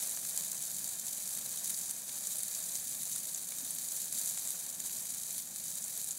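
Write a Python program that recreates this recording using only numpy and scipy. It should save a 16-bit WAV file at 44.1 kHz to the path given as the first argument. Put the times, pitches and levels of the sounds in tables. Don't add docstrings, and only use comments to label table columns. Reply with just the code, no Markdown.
import sys
import numpy as np
from scipy import signal
from scipy.fft import rfft, irfft, next_fast_len
from scipy.io import wavfile
from scipy.ndimage import uniform_filter1d

SR = 44100
rng = np.random.default_rng(int(sys.argv[2]) if len(sys.argv) > 2 else 0)


def transcribe(signal):
    frames = np.atleast_2d(signal).T
    limited = np.clip(frames, -1, 1)
    pcm = np.round(limited * 32767).astype(np.int16)
    wavfile.write(sys.argv[1], SR, pcm)


N = 272535

# time in seconds, relative level in dB.
SIZZLE_FADER = [(0.0, -39.5), (0.28, -39.5), (0.45, -40), (0.55, -40.5), (1.0, -40.5), (1.55, -39.5),
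                (1.85, -40), (2.02, -42.5), (2.12, -41), (2.3, -39), (2.85, -40), (3.33, -40.5),
                (3.45, -44), (3.54, -41.5), (4.0, -39), (4.13, -42.5), (4.22, -37.5), (4.34, -39),
                (4.5, -39.5), (4.76, -43), (4.86, -40.5), (5.37, -41.5), (5.49, -44), (5.67, -41),
                (6.0, -40), (6.18, -44.5)]
# start in seconds, length in seconds, lift of the sizzle in dB.
BOUGH_FLARES = [(0.023, 0.03, 5.5), (0.365, 0.095, 1), (1.645, 0.1, 2.1), (4.156, 0.046, 4.5),
                (4.27, 0.031, 2), (4.465, 0.041, 1), (5.375, 0.035, 4)]
# frequency in Hz, gain in dB.
CRACKLE_EQ = [(60, -39), (300, -28), (900, -26), (2400, -15), (2800, -21), (3120, -14), (3380, -16),
              (3800, -8), (4250, -10.5), (4650, -8), (5200, -13.5), (6200, -3.5), (7200, 0), (8700, -3),
              (9700, -0.5), (10900, -5), (12000, -4), (13700, -11), (15100, -9.5)]

# time in seconds, relative level in dB.
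ROAR_FADER = [(0.0, -64), (0.65, -66), (1.2, -64.5), (2.5, -66), (3.45, -66), (4.1, -65), (5.5, -65),
              (6.18, -66.5)]
RUSH_FADER = [(0.0, -58), (1.17, -60), (2.16, -59.5), (3.42, -61.5), (4.59, -60.0), (4.86, -60.5),
              (5.13, -63), (6.17, -62)]
# start in seconds, length in seconds, lift of the roar in dB.
FLAME_SURGES = [(0.39, 0.08, 4.5), (0.73, 0.12, 4.6), (1.03, 0.046, 2), (1.36, 0.068, 3.5),
                (1.66, 0.093, 5), (1.86, 0.048, 2), (2.63, 0.06, 2), (2.97, 0.063, 4.5), (3.11, 0.045, 5),
                (3.96, 0.08, 1.5), (4.47, 0.05, 1), (4.8, 0.046, 4), (5.03, 0.07, -0.5), (5.65, 0.11, 3)]
# frequency in Hz, gain in dB.
ROAR_EQ = [(15, -60), (40, -46), (58, -24), (85, -13.5), (130, -5.5), (175, -0.5), (230, -4.5), (330, -14),
           (600, -35)]
RUSH_EQ = [(50, -39), (150, -15), (400, -3), (640, 4), (950, -1.5), (1300, -4.5), (1750, 0.5), (2080, -8.5),
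           (2450, -1.5), (2780, -10), (3100, -5.5), (3500, -12), (8000, -20.5)]
# frequency in Hz, gain in dB.
WIND_EQ = [(15, 4), (45, 3), (70, 7), (130, -14)]

# start in seconds, relative levels of the woody body and of the
# bright edge in dB, pitch in Hz, ring from 0 (dry click) to 1 (pitched tick).
BRANCH_CRACKS = [(0.0252, -47.5, -34, 2200, .2), (0.1734, -42, -36, 3200, .1), (0.2521, -45, -34, 800, .2),
                 (1.4603, -51, -34, 2500, .1), (1.7035, -48.5, -30.3, 3900, .2),
                 (2.0935, -41, -40, 4200, .75), (2.4038, -49, -34.5, 3900, .2),
                 (3.1607, -46.5, -34, 3500, .3), (3.5213, -45, -34, 2800, .25),
                 (4.3756, -42.5, -32.5, 4500, .1), (4.8962, -48.5, -41, 2900, .35),
                 (5.0545, -51, -35, 2200, .2), (5.346, -45.5, -41, 4300, .75),
                 (5.5602, -50, -37, 2300, .25), (6.1087, -48, -42, 3600, .7)]
# frequency in Hz, gain in dB.
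WOOD_EQ = [(60, -35), (300, -12), (700, 2), (1100, 0.5), (1600, 7.5), (2400, 4), (3150, 2.5), (4400, 7),
           (5400, -1.5), (15000, -27)]
SPLINTER_EQ = [(1500, -37), (3200, -11), (4000, 1), (5200, -10), (7000, 6), (12000, -1), (15000, -12)]
# start in seconds, relative level in dB, pitch in Hz, ring 0 to 1.
TWIG_SNAPS = [(0.0746, -33, 10000, .4), (0.112, -32, 9400, .4), (0.3756, -24.7, 7200, .25),
              (0.4228, -32.5, 7300, .4), (0.4377, -33.5, 8300, .3), (0.6254, -33.5, 9200, .4),
              (0.7003, -33.5, 8000, .5), (0.745, -33.5, 8300, .5), (0.8785, -34, 7500, .5),
              (0.8921, -32.2, 8700, .6), (0.9962, -33, 7900, .5), (1.0676, -33, 6600, .4),
              (1.2916, -33, 8300, .2), (1.3504, -33, 7900, .4), (1.374, -31, 8900, .5),
              (1.6578, -31, 6500, .3), (1.6755, -33, 9800, .5), (1.7001, -29.8, 6900, .2),
              (1.9101, -27.8, 9600, .4), (2.2718, -27.7, 7600, .3), (2.3568, -30.8, 9900, .2),
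              (2.3843, -29.4, 9700, .6), (2.4328, -27.3, 9700, .5), (2.5402, -33, 7500, .4),
              (2.6395, -33.5, 7000, .4), (2.7548, -28, 6700, .25), (3.0206, -32.5, 10100, .4),
              (3.0325, -30.6, 9900, .35), (3.3472, -28.3, 6800, .6), (3.5848, -33, 8500, .4),
              (3.7074, -28.5, 9400, .6), (3.8867, -33, 7200, .5), (4.1262, -28, 10200, .45),
              (4.1948, -31, 7600, .6), (4.2144, -33, 7000, .3), (4.2978, -30, 7100, .45),
              (4.4749, -32.3, 7400, .5), (4.5056, -27.2, 9600, .45), (4.6918, -34, 7300, .5),
              (4.8025, -29.3, 7300, .35), (5.1051, -29.7, 9600, .45), (5.1837, -33.5, 7000, .4),
              (5.3084, -32, 7200, .4), (5.3817, -31.3, 10000, .7), (5.755, -33, 8500, .4),
              (5.841, -32, 7100, .7), (6.044, -31.5, 9200, .65), (6.074, -33, 7400, .5),
              (6.1085, -29, 7100, .9), (6.116, -34.5, 7500, .7), (6.125, -35, 7700, .5)]

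GROUND_ECHO_S, GROUND_ECHO_DB = .0015, -8.5


def from_db(db):
    return 10 ** (np.asarray(db) / 20)


def rms_one(x):
    return x / np.sqrt(np.mean(x ** 2) + 1e-20)


def ride(fader):
    return np.interp(np.arange(N) / SR, *np.transpose(fader))


def swells(rows, ramp_s=0.048):
    t = np.arange(N) / SR
    return sum(db * np.clip(.5 + np.minimum(t - s, s + length_s - t) / ramp_s, 0, 1)
               for s, length_s, db in rows)


def equalise(x, curve):
    size = 2 * next_fast_len(len(x))
    hz, db = np.transpose(curve)
    bins = np.maximum(np.arange(size // 2 + 1) * SR / size, 1)
    gain = from_db(np.interp(np.log(bins), np.log(hz), db))
    cepstrum = irfft(np.log(gain))
    cepstrum[1:size // 2] *= 2
    cepstrum[size // 2 + 1:] = 0
    return irfft(rfft(x, size) * np.exp(rfft(cepstrum)))[:len(x)]


def resonance(x, hz, width_hz):
    r = np.exp(-np.pi * width_hz / SR)
    feedback = [1, -2 * r * np.cos(2 * np.pi * hz / SR), r * r]
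    return signal.lfilter(np.array([1, 0, -1]) * (1 - r * r) / 2, feedback, x + 1e-18)


def sputters(per_s, size_db, size_cap, t60):
    caught = rng.random(N) < per_s / SR
    catches = caught * from_db(size_db * np.minimum(rng.exponential(1, N), size_cap))
    power_decay = from_db(-60 / (t60 * SR)) ** 2
    return np.sqrt(1 + signal.lfilter([1], [1, -power_decay], catches ** 2 + 1e-18))


def needles(flurries, per_s, size_db, size_cap, width_hz, click_share, hiss_db, pitches=24):
    born = rng.random(N) < per_s / SR
    sizes = from_db(size_db * np.minimum(rng.exponential(1, N), size_cap))
    bursts = born * flurries * sizes * rng.choice([-1, 1], N)
    pitch_index = rng.integers(0, pitches, N)
    echo_at = np.arange(N) + (GROUND_ECHO_S * SR * rng.uniform(.5, 2, N)).astype(int)
    crackle = np.zeros(N)
    for k, hz in enumerate(np.linspace(3500, 15500, pitches)):
        clicks = bursts * (pitch_index == k)
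        clicks = clicks + from_db(GROUND_ECHO_DB) * np.bincount(echo_at, clicks)[:N]
        crackle += resonance(clicks, hz, width_hz) + click_share * clicks
    hiss = from_db(hiss_db) * flurries * rng.standard_normal(N)
    return rms_one(equalise(rms_one(crackle) + hiss, CRACKLE_EQ))


def flutter(rate_hz, hop=40, settle=2000):
    r = np.exp(-2 * np.pi * rate_hz * hop / SR)
    noise = rng.standard_normal(N // hop + settle + 2)
    slow = signal.lfilter([1], [1, -2 * r, r * r], noise)[settle:]
    return np.interp(np.arange(N) / hop, np.arange(len(slow)), rms_one(slow))


def turbulence(curve, flutter_db, flutter_hz):
    noise = equalise(rng.standard_normal(N), curve)
    even = noise / np.sqrt(uniform_filter1d(noise ** 2, SR // 10) + 1e-20)
    return rms_one(even * from_db(flutter_db * flutter(flutter_hz)))


def flames(surge_db):
    roar = turbulence(ROAR_EQ, flutter_db=1.25, flutter_hz=7.4)
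    rush = turbulence(RUSH_EQ, flutter_db=1.6, flutter_hz=21)
    return from_db(ride(ROAR_FADER) + surge_db + 2) * roar + from_db(ride(RUSH_FADER) - 0.05) * rush


def wind(gust_db):
    return from_db(-81 + gust_db) * turbulence(WIND_EQ, flutter_db=1.0, flutter_hz=2.6)


def ground_bounce(x):
    at = np.arange(len(x))
    delay = GROUND_ECHO_S * rng.uniform(.8, 1.2) * SR
    return x + from_db(GROUND_ECHO_DB) * np.interp(at - delay, at, x, left=0)


def fracture(spray_db, spray_t60, size=2048):
    blow = from_db(spray_db - 60 * np.arange(size) / SR / spray_t60) * rng.standard_normal(size)
    blow[0] = 1
    return ground_bounce(blow)


def ringing(blow, hz, width_hz, ring):
    return (1 - ring) * blow + 3 * ring * resonance(blow, hz, width_hz)


def place(out, s, sound, level_db):
    start = int(s * SR)
    part = sound[:N - start]
    loudest = np.sqrt(uniform_filter1d(sound ** 2, 66, mode="constant").max())
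    out[start:start + len(part)] += from_db(level_db) * part / loudest


def branches(edge_trim_db, width_hz):
    out = np.zeros(N)
    for s, body_db, edge_db, hz, ring in BRANCH_CRACKS:
        pop = ringing(fracture(spray_db=-17, spray_t60=0.012), hz, width_hz, ring)
        edge = fracture(spray_db=-14, spray_t60=0.011)
        place(out, s, equalise(pop, WOOD_EQ), body_db)
        place(out, s, equalise(edge, SPLINTER_EQ), edge_db + edge_trim_db)
    return out


def small_twigs(sizzle_db, per_s, lift_db, spread_db, hz, spread_hz, count=200):
    times = np.cumsum(rng.exponential(1, count)) / per_s
    scatter = rng.standard_normal((count, 2))
    return [(s, sizzle_db[int(s * SR)] + lift_db - spread_db * softer, hz + spread_hz * higher, ring)
            for s, (softer, higher), ring in zip(times, scatter, rng.random(count)) if s < N / SR]


def twigs(snaps, trim_db, width_hz, tear_db, tear_s):
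    out = np.zeros(N)
    for s, snap_db, hz, ring in snaps:
        blow = fracture(spray_db=-19.5, spray_t60=0.017)
        snap = equalise(ringing(blow, hz, width_hz, ring), CRACKLE_EQ)
        place(out, s, snap, snap_db + trim_db)
        place(out, s + tear_s * (.5 + rng.random()), snap, snap_db + tear_db)
    return out


def puff(s, hz, sag_hz_per_s, swell_s, tail_db, tail_t60, width_hz):
    age = np.arange(N) / SR - s
    thump = np.exp(-(age / swell_s) ** 2) * np.sin(2 * np.pi * (hz - sag_hz_per_s * age / 2) * age)
    band = resonance(rng.standard_normal(N), hz, width_hz)
    burning = rms_one(resonance(band, hz, width_hz))
    tail = burning * np.clip(age / swell_s, 0, 1) * from_db(tail_db - 60 * np.abs(age) / tail_t60)
    return thump + tail


def scene():
    sizzle_db, surge_db = ride(SIZZLE_FADER), swells(FLAME_SURGES)
    flurries = sputters(per_s=150, size_db=6.0, size_cap=0.95, t60=0.025)
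    sizzle = from_db(sizzle_db + swells(BOUGH_FLARES) + 0.84) * needles(
        flurries, per_s=6200, size_db=3.5, size_cap=2.83, width_hz=1200, click_share=0.19, hiss_db=-6)
    bed = flames(surge_db) + wind(gust_db=1.4 * surge_db)
    cracks = branches(edge_trim_db=-0.3, width_hz=1200)
    small_snaps = small_twigs(sizzle_db, per_s=16, lift_db=1.5, spread_db=0.4, hz=8450, spread_hz=1140)
    snaps = twigs(TWIG_SNAPS + small_snaps, trim_db=-0.4, width_hz=1150, tear_db=-17.5, tear_s=0.0011)
    thump = from_db(-49.5) * puff(
        s=3.633, hz=259, sag_hz_per_s=3900, swell_s=0.0076, tail_db=-18, tail_t60=1.8, width_hz=51)
    return (sizzle + bed + cracks + snaps + thump)[None]


def record(dry):
    cutoff_hz = 15720
    return signal.sosfilt(signal.ellip(12, .1, 80, cutoff_hz, fs=SR, output="sos"), dry)


dry = scene()
out = record(dry)
transcribe(out)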